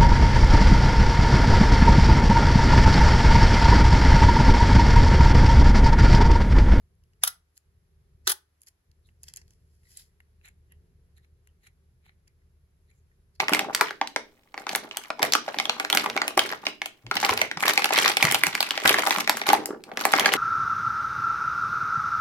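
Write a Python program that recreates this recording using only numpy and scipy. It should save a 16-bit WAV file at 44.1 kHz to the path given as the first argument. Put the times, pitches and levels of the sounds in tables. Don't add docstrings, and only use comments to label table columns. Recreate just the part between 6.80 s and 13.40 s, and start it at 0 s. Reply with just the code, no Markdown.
import sys
import numpy as np
from scipy import signal
from scipy.fft import rfft, irfft, next_fast_len
from scipy.io import wavfile
from scipy.ndimage import uniform_filter1d, map_coordinates

SR = 44100
rng = np.random.default_rng(int(sys.argv[2]) if len(sys.argv) > 2 else 0)


def voltage_ratio(level):
    return 10 ** (np.asarray(level, float) / 20)


def transcribe(signal):
    frames = np.atleast_2d(signal).T
    limited = np.clip(frames, -1, 1)
    pcm = np.round(limited * 32767).astype(np.int16)
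    wavfile.write(sys.argv[1], SR, pcm)


N = 290971

METAL = {"body": [(940, 890, -10.5), (1490, 890, 3), (1900, 790, -3.5), (2360, 790, -4)],
         "middle": [(3500, 1400, -2.5), (4930, 4900, 0.5)], "treble": [(7790, 1200, -5), (9420, 1200, -0.5),
         (10800, 2000, 1), (12400, 1800, -1), (14600, 1500, 2), (15300, 1000, -4)]}
LEAN = {"metal": (1.0, 3, 0.9, -3, 3), "grip": (1.32, 3.5, 2, -5.5, 14.5), "detent": (1, -6, 0.84, 3, 5)}
STROKE_DB = 36


def unit(x):
    return x / np.sqrt(np.mean(x ** 2) + 1e-20)


def along(points, hz):
    f, v = np.transpose(points)
    return np.interp(np.log(hz + 1), np.log(f + 1), v)


def curves(rows):
    s, *cols = np.transpose(rows)
    return [np.interp(np.arange(N) / SR, s, c) for c in cols]


def wobble(rate):
    knots = rng.standard_normal(int(N * rate / SR) + 4)
    return map_coordinates(knots, [np.arange(N) * rate / SR])


def filtered(x, response):
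    m = next_fast_len(N + SR // 2)
    return irfft(rfft(x, m) * response(np.fft.rfftfreq(m, 1 / SR)), m)[..., :N]


def pair(size, alike):
    a = rng.standard_normal((3, size))
    share = np.clip(alike, 0, 1)
    return np.sqrt(share) * a[0] + np.sqrt(1 - share) * a[1:]


def resonate(drive, part):
    out = 0
    for x, modes in zip(drive, (part["treble"], part["middle"], part["body"])):
        def response(f):
            bank = sum(voltage_ratio(db) * (1j * f * w / (c * c - f * f + 1j * f * w)) ** 2 for c, w, db in modes)
            return bank / np.sqrt(np.mean(abs(bank) ** 2))
        out = out + filtered(x, response)
    return out


def leaning(dull_db, lean, low=0):
    middle_slope, middle_db, body_slope, body_db, low_db = lean
    middle = middle_slope * dull_db + middle_db - low * low_db * .6
    body = body_slope * dull_db + body_db + low * low_db
    return voltage_ratio(np.array([0, middle, body]))


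def contacts(table, part, lean, ring_db, alike, crack):
    drive, ring, t = np.zeros((3, 2, N + SR)), np.zeros(N + SR), np.arange(SR // 10) / SR
    for s, db, dull_db, t60_ms, hz in table:
        shape = voltage_ratio(-6e4 * t / max(t60_ms, 2)) * (1 - np.exp(-t / 0.000073))
        burst = shape * pair(len(t), alike)
        burst[:, 0] = crack * np.linalg.norm(shape)
        burst *= voltage_ratio(db) * np.linalg.norm(shape) / np.linalg.norm(burst, axis=1, keepdims=True)
        band = int(hz < 6500) + int(hz < 2780)
        gains = leaning(dull_db, lean, band == 2)
        k = round(s * SR)
        drive[:, :, k:k + len(t)] += gains[:, None, None] * burst
        ring[k:k + len(t)] += gains[band] * voltage_ratio(db + ring_db) * shape * np.sin(2 * np.pi * hz * t)
    return resonate(drive[..., :N], part) + ring[:N]


def rubs(strokes, part, lean, grain_db):
    drive, t = np.zeros((3, N)), np.arange(N) / SR
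    for s, rise, fall, db, dull_db in strokes:
        away = np.where(t < s, (s - t) / rise, (t - s) / fall)
        drive += leaning(dull_db, lean)[:, None] * voltage_ratio(db - STROKE_DB * away)
    grain = unit(voltage_ratio(grain_db * (wobble(500) + 0.38 * wobble(90))))
    return resonate(drive[:, None] * grain * pair(N, 0.35), part)


def ducking():
    # (t/s, hold/s, first depth/dB, last depth/dB)
    loud_moments = [
        (0.459, 0.363, 3.7, 11.2),
        (1.49, 0.548, 16, 8.1),
    ]
    duck_s, return_s = 0.063, 0.05
    total_db = 0
    for s, hold, first_db, last_db in loud_moments:
        steps = [(s, 0), (s + duck_s, -first_db), (s + hold, -last_db), (s + hold + return_s, 0)]
        total_db = total_db + curves(steps)[0]
    return total_db


def background():
    # (t/s, level/dB)
    effort = [(0, -64.5), (.9, -66), (1.48, -61), (2.1, -65.5), (2.6, -61), (3.4, -66), (4.0, -59.5),
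              (4.6, -64), (6.6, -64)]
    # (multiple of the cycle rate, level/dB)
    engine_orders = [(6, -12.5), (7, -22), (8, -6), (12, -19.5), (13, -20), (14, 0.5), (15, -14.5),
                     (16, -12.5), (18, -20), (19, -19), (21, -16.5), (24, -21), (27, -19), (28, -21),
                     (29, -19), (32, -17)]
    # (f/Hz, level/dB)
    hums = [(49.1, -17.5), (119.9, -15.5)]
    # (f/Hz, level per Hz/dB)
    rumble_colour = [(25, -30), (40, 0.5), (80, 6), (170, -5), (300, -21), (385, -9), (480, -18),
                     (700, -29), (1200, -55.5)]
    hiss_colour = [(150, -19.5), (280, 10), (600, 4), (1000, 3), (1800, 3), (3000, -3), (5000, -3),
                   (7500, -5.5), (10300, -4.5), (11200, 0.5), (11700, -7.5), (13000, -3.5), (13900, -15.5),
                   (14900, 2), (15600, -25)]
    cycle_hz = 5.348
    t = np.arange(N) / SR
    turn = 2 * np.pi * cycle_hz * (t - .044)
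    engine = sum(voltage_ratio(db + wobble(11)) * np.cos(k * turn + 0.11 * wobble(0.86)) for k, db in engine_orders)
    motors = sum(voltage_ratio(db) * np.sin(2 * np.pi * hz * t) for hz, db in hums)
    rumble = unit(filtered(pair(N, 0.78), lambda hz: voltage_ratio(along(rumble_colour, hz))))
    hiss = unit(filtered(pair(N, .1), lambda hz: voltage_ratio(along(hiss_colour, hz))))
    room = voltage_ratio(curves(effort)[0] + ducking()) * (engine + motors + voltage_ratio(-4.0) * rumble)
    drift_db = .4 * wobble(6)
    return room + voltage_ratio(-80 + drift_db) * hiss


def hands():
    # (t/s, treble peak level/dB, dullness/dB, t60/ms, ring f/Hz)
    button_ticks = [(0.2374, -66, -3, 12, 2900), (0.334, -84.5, 10.5, 15, 2900), (0.7696, -67, 5, 20, 4220),
                    (0.7768, -39, -6.5, 5.2, 9100), (1.818, -42.5, -7.5, 4, 10800),
                    (1.8075, -65, -10, 15, 11000), (1.8254, -64, -11, 8, 11000),
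                    (1.8338, -52, -4, 11, 9420), (1.8647, -54, -7, 6, 10500), (1.8705, -57, 2, 23, 11500),
                    (1.8755, -57, 4, 8.2, 10300), (1.8813, -55, 0, 17, 11540),
                    (1.8848, -50.5, -1.5, 21, 10200), (2.1146, -68.5, 3.5, 10.5, 4320),
                    (2.2608, -73, -7, 14, 10500), (2.2705, -65.5, -13.5, 14, 11000),
                    (2.279, -73, -16, 12, 10500), (.152, -77, -8, 12.5, 10800),
                    (2.2893, -79.5, 5.5, 15, 2700)]
    finger_ticks = [(2.4329, -35, -8.5, 7.4, 8600), (2.438, -50.5, 1.5, 18, 5000),
                    (2.4705, -62, 2, 10, 4500), (2.466, -62, -14, 8, 12100), (2.477, -60, -14, 8, 13000),
                    (2.4827, -44, 0.5, 8.6, 3300), (2.4862, -43.5, 0.5, 12, 7100),
                    (2.538, -30, -2, 2.6, 9200), (2.5619, -28, -8, 2.6, 7000), (2.5708, -33, -6, 9.5, 8350),
                    (2.5753, -50, 3, 16, 8000), (2.6156, -70, 9, 25, 9000), (2.6798, -61.5, 0.5, 8.8, 4470),
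                    (2.7072, -54, -2, 8.6, 6310), (2.7347, -64, -1.5, 11.7, 5740),
                    (3.0329, -69.5, -4.5, 30, 2044), (3.172, -37, -8, 23, 7960),
                    (3.1934, -53, -5, 7.3, 8900), (3.4034, -61, 1.5, 14.8, 1900)]
    thumb_ticks = [
        (3.921, -73, 6, 17, 1900),
        (3.9213, -54.5, -9, 13.6, 11000),
        (4.6728, -53, -5, 10, 1900),
        (5.4745, -65, -4.5, 15, 2714),
        (5.4785, -57.5, 0, 12, 7000),
        (6.5522, -64.5, -2.5, 10.5, 4550),
        (6.5605, -71.5, 3, 14, 4240),
    ]
    # (peak
    # t/s, rise/s, fall/s, treble level/dB, dullness/dB)
    skin_slides = [(.4345, 0.021, .002, -59, 12), (.774, 0.048, .03, -62, -9),
                   (1.4705, .025, .002, -60, 7.5), (1.83, .04, 0.03, -64.5, -11),
                   (1.874, .025, 0.047, -57.5, -9.5), (2.28, 0.14, 0.13, -80, -3),
                   (2.44, 0.063, 0.095, -71, -5), (2.5, 0.1, 0.032, -64.5, 3.5),
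                   (2.58, 0.13, 0.086, -76, 9.5), (2.72, 0.19, 0.14, -79, 0), (2.95, 0.51, .3, -80, -3),
                   (3.115, 0.13, 0.22, -62.5, -3), (3.2, 0.11, 0.1, -55, -3), (6.555, .025, 0.025, -77, 2)]
    creak_strokes = [
        (3.045, .04, .5, -94, 22),
        (3.2, 0.13, .07, -96.5, 24),
    ]
    grip_part = {"body": [(1000, 700, -10.5), (1887, 780, 0.5), (2700, 380, -2)],
                 "middle": [(3300, 1200, -3), (5180, 2900, 1.5)], "treble": [(6930, 2300, -1),
                 (10000, 2900, 0.5), (14953, 900, -11.5)]}
    creak_part = {"body": [(2000, 190, 0)], "middle": [(4000, 750, 0)], "treble": [(8600, 4000, 0)]}
    ticks = contacts(button_ticks + finger_ticks + thumb_ticks, grip_part, LEAN["grip"],
                     ring_db=0.0, alike=0.27, crack=0.47)
    slides = rubs(skin_slides, grip_part, LEAN["grip"], grain_db=1.5)
    long_creak = rubs(creak_strokes[:1], creak_part, (1.5, -22, 1, 0, 0), grain_db=5.0)
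    short_creak = rubs(creak_strokes[1:], creak_part, (1.5, 3.5, 2.0, -20, 0), grain_db=7)
    return ticks + slides + long_creak + short_creak


def opening_clatter():
    # (t/s, treble peak level/dB, dullness/dB, t60/ms, ring f/Hz)
    opening_hits = [(.4349, -22.5, -7, 5.7, 10400), (.4355, -7, -9, 5.3, 11020),
                    (.4363, -14.5, -3, 5.4, 6277), (.4371, -7, -9, 6.5, 11000), (.4378, -11, -6, 6, 10600),
                    (.4385, -31.5, 6.5, 6.9, 1410), (.4393, -25, 0, 9.9, 7200),
                    (.4412, -23, -1.5, 16, 10800), (.4444, -27.5, -2, 12, 9400),
                    (.4478, -21, -9.5, 8, 10800), (.4487, -23, -10, 6, 12500), (.4494, -19, -9, 8.2, 11000),
                    (.4516, -30, -4, 18, 10700), (.4563, -28, -7.5, 14, 10500),
                    (.4605, -35.5, -3, 20, 3700), (.4652, -37.5, -2.5, 25, 10450),
                    (.4712, -28.5, -4, 16, 1410), (.4742, -27.5, 0, 12, 4970),
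                    (.4758, -18.5, -7.5, 8, 10600), (.4768, -14.5, -7.5, 8, 11100),
                    (.4782, -18, -6.5, 12, 9850), (.48, -28, -1, 18, 5530), (.4847, -33.5, -4, 30, 9200)]
    return contacts(opening_hits, METAL, LEAN["metal"], ring_db=-1.5, alike=0.62, crack=0.6)


def thuds():
    # (t/s, level/dB, f/Hz, t60/s)
    shell_jolts = [(.4358, -26.5, 2256, 0.045), (.4355, -28, 670, 0.011), (.436, -37, 940, 0.015),
                   (0.435, -42.5, 474, 0.014), (.474, -41.5, 1042, .04), (.478, -39.5, 1400, .12),
                   (1.4723, -24, 1650, .04), (.4352, -20.5, 3760, .02), (.475, -35.5, 4080, .035),
                   (.476, -31, 4970, .04), (1.4755, -24.5, 4090, .03), (1.4755, -28, 6280, .03),
                   (1.494, -36, 1480, .05), (1.473, -33, 380.8, 0.079), (1.474, -39.5, 784, .04),
                   (1.494, -37, 1000, 0.043), (1.5, -41.5, 369, 0.097), (1.519, -36, 852, 0.063)]
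    spring_pings = [
        (5.618, -66, 2000, .025),
        (6.315, -60, 1850, .025),
        (4.672, -57.5, 1900, .02),
    ]
    out, t = np.zeros(N + SR), np.arange(SR // 5) / SR
    for s, db, hz, t60 in shell_jolts + spring_pings:
        shape = voltage_ratio(db - 60 * t / t60) * (1 - np.exp(-t / 0.00096))
        out[round(s * SR):][:len(t)] += shape * np.sin(2 * np.pi * hz * t)
    return out[:N]


def closing_clatter():
    # (t/s, treble peak level/dB, dullness/dB, t60/ms, ring f/Hz)
    closing_hits = [(1.4706, -28.5, -8, 14, 3390), (1.4716, -22, 0.5, 14, 10500),
                    (1.4734, -24.5, 1.5, 14, 4100), (1.4756, -9, -2.5, 6, 7520),
                    (1.4763, -16.5, -4, 8, 6300), (1.4775, -19, -1.5, 12, 12500),
                    (1.4795, -26, 1, 18, 3380), (1.4825, -27, 2.5, 20, 4140), (1.4862, -28, 1, 22, 10370),
                    (1.4901, -24.5, -2, 18, 9500), (1.4936, -16, -9, 8, 10000),
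                    (1.4946, -15.5, -7.5, 10, 10800), (1.4978, -13, -6.5, 8, 10400),
                    (1.5003, -19, -5.5, 10, 9520), (1.5012, -16.5, -6.5, 7, 12000),
                    (1.5022, -15.5, -5.5, 10, 10800), (1.5038, -19.5, -5, 10, 3570),
                    (1.506, -22, -2.5, 14, 4430), (1.5085, -24.5, -5.5, 14, 10400),
                    (1.5109, -15, -12, 6, 9520), (1.514, -23, -6, 16, 10300),
                    (1.5158, -23.5, -6.5, 12, 12290), (1.5179, -9.5, -12, 5, 12300),
                    (1.5192, -16.5, -10.5, 9, 10800), (1.5208, -20.5, -7.5, 12, 6680),
                    (1.5222, -21, -5.5, 12, 10000), (1.5258, -27.5, -5.5, 22, 10800)]
    return contacts(closing_hits, METAL, LEAN["metal"], ring_db=-6, alike=0.26, crack=0.5)


def chatter():
    # (peak t/s, rise/s, fall/s, level/dB, f/Hz)
    buzzes = [(2.261, .04, 0.053, -67, 3900), (2.292, .015, .03, -74, 2900), (3.92, .05, .09, -67.5, 2900),
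              (3.92, .05, .07, -64.5, 1900), (4.37, .015, .05, -62.5, 4000), (4.385, .03, .05, -64, 1900),
              (4.445, .07, .03, -73, 3890), (4.685, .05, .07, -73, 2900), (4.84, .03, .05, -67, 4000),
              (4.87, .05, .05, -67, 4000), (4.845, .04, .05, -64, 1900), (4.873, .03, .08, -62, 2100),
              (5.258, .04, .06, -67, 3900), (5.29, .04, .04, -68.5, 3950), (5.262, .03, 0.049, -73, 2700),
              (5.295, 0.043, .07, -65, 2200), (5.485, .05, .1, -71.5, 2192), (6.098, .04, .03, -71, 4000),
              (6.1, .03, .04, -67.5, 2000), (6.115, .02, .06, -65.5, 2200), (6.19, .25, .08, -76.5, 7000),
              (6.556, .03, .06, -66, 4635)]
    sharpness = 4.4
    half = SR // 5
    out, t = np.zeros((2, N + SR)), np.arange(-half, half) / SR
    grain = np.tile(wobble(300), 2)
    for s, rise, fall, db, hz in buzzes:
        span = int(SR * sharpness / hz)
        start = round(s * SR) - half
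        a, b = (uniform_filter1d(uniform_filter1d(pair(len(t), 0.44), span), span) for _ in "ab")
        catching = voltage_ratio(3.5 * grain[start:][:len(t)])
        buzz = unit(catching * a * np.cos(2 * np.pi * hz * t) + b * np.sin(2 * np.pi * hz * t))
        away = np.where(t < 0, -t / rise, t / fall)
        out[:, start:][:, :len(t)] += voltage_ratio(db - STROKE_DB * away) * buzz
    return out[:, :N]


def thumb_wheel():
    # (t/s, treble peak level/dB, dullness/dB, t60/ms, ring f/Hz)
    notch_clicks = [(3.6135, -76.5, 7, 10, 2570), (3.6471, -65, 11, 20, 4000), (3.6565, -50, -15, 8, 7100),
                    (3.6773, -62, 1, 19.6, 2194), (3.6849, -46, -17, 3.7, 7100),
                    (3.6876, -57.5, -5, 20, 2165), (4.3665, -74, -16, 15, 11200),
                    (4.3801, -64, 3, 13, 11200), (4.4457, -70, -4, 23.7, 1796),
                    (4.8725, -54, -16, 23, 2100), (5.2641, -79.5, 10, 15, 900),
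                    (5.2939, -74.5, 17.5, 9.2, 1900), (6.1031, -69.5, -3, 14, 11000),
                    (6.1126, -68.5, 1, 12, 7100)]
    # (peak t/s, rise/s, fall/s, treble level/dB, dullness/dB)
    wheel_turns = [
        (3.656, 0.049, 0.084, -60, 1),
        (4.375, 0.049, 0.058, -72, -7),
        (4.445, .1, .04, -79.5, -1),
        (4.842, 0.054, .06, -67, -3.5),
        (4.87, 0.027, 0.036, -64, 3),
        (5.265, 0.049, 0.096, -69, 4.5),
        (6.1, .3, 0.15, -86.5, -8),
        (6.17, .25, .15, -83, -12),
    ]
    wheel_part = {"body": [(833, 215, -8.5), (1497.5, 140, -12.5), (2100, 1360, 0)],
                  "middle": [(2900, 840, -19), (4000, 187, 30), (5544, 4330, 4)],
                  "treble": [(7100, 2200, -1.5), (9600, 2590, -1), (11000, 1510, -5.5), (12500, 2000, -4)]}
    clicks = contacts(notch_clicks, wheel_part, LEAN["detent"], ring_db=5.5, alike=0.06, crack=0.2)
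    turning = rubs(wheel_turns, wheel_part, LEAN["detent"], grain_db=4.0)
    return clicks + turning + voltage_ratio(-4.5) * chatter()


def walls(x):
    # (f/Hz, t60/s)
    wall_decay = [(300, .33), (800, .24), (2000, .21), (5500, .185), (10000, .165), (14000, .15)]
    hz, t, z = signal.stft(rng.standard_normal((2, SR // 2)), SR, nperseg=256)
    fade = voltage_ratio(-60 * t / along(wall_decay, hz)[:, None])
    tail = signal.istft(z * fade, SR, nperseg=256)[1]
    late = np.pad(x, ((0, 0), (260, 0)))
    return signal.fftconvolve(late, tail / np.linalg.norm(tail[0]), axes=1)[:, :N]


def scene():
    room = background()
    handling = hands()
    opening = opening_clatter()
    closing = closing_clatter() + thuds()
    wheel = thumb_wheel()
    wet = voltage_ratio(-15) * walls(opening) + voltage_ratio(-18.5) * walls(closing) + voltage_ratio(-20.0) * walls(handling + wheel)
    return opening + closing + handling + wheel + wet + room


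def low_pass(x):
    return signal.sosfilt(signal.butter(12, 17070, fs=SR, output="sos"), x)


def record(dry):
    # (f/Hz, f/Hz, f/Hz)
    split_hz = (450, 6600, 14400)
    port_lag = (-13, 8)
    # (f/Hz, level/dB)
    treble_top = [(13000, 1), (13600, -13.5), (14500, -19.5), (15600, -8), (15900, -15), (16500, -39.5),
                  (17200, -90.5)]
    low_hz, high_hz, top_hz = split_hz

    def above(f, corner, steepness):
        return 1 - 1 / (1 + (f / corner) ** steepness)

    def bass(f):
        return 0.32 * (1 - above(f, low_hz, 7.5))

    def treble(f):
        return .85 * above(f, high_hz, 20)

    def trail(f):
        middle_lag = port_lag[0] * (1 - 0.88 * bass(f)) * (1 - above(f, high_hz, 20))
        treble_lag = port_lag[1] * above(f, high_hz, 22) * (1 - above(f, top_hz, 90))
        return middle_lag + treble_lag

    def port(f):
        shift = np.exp(1j * np.pi * np.array([[-1], [1]]) * trail(f) * f / SR)
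        return shift * voltage_ratio(along(treble_top, f))

    copied = filtered(dry[0], lambda f: bass(f) + treble(f))
    own = filtered(dry[1], lambda f: (1 - bass(f)) * (1 - treble(f)))
    mix = filtered(np.array([dry[0], copied + own]), port)
    return low_pass(mix)


dry = scene()
out = record(dry)
transcribe(out)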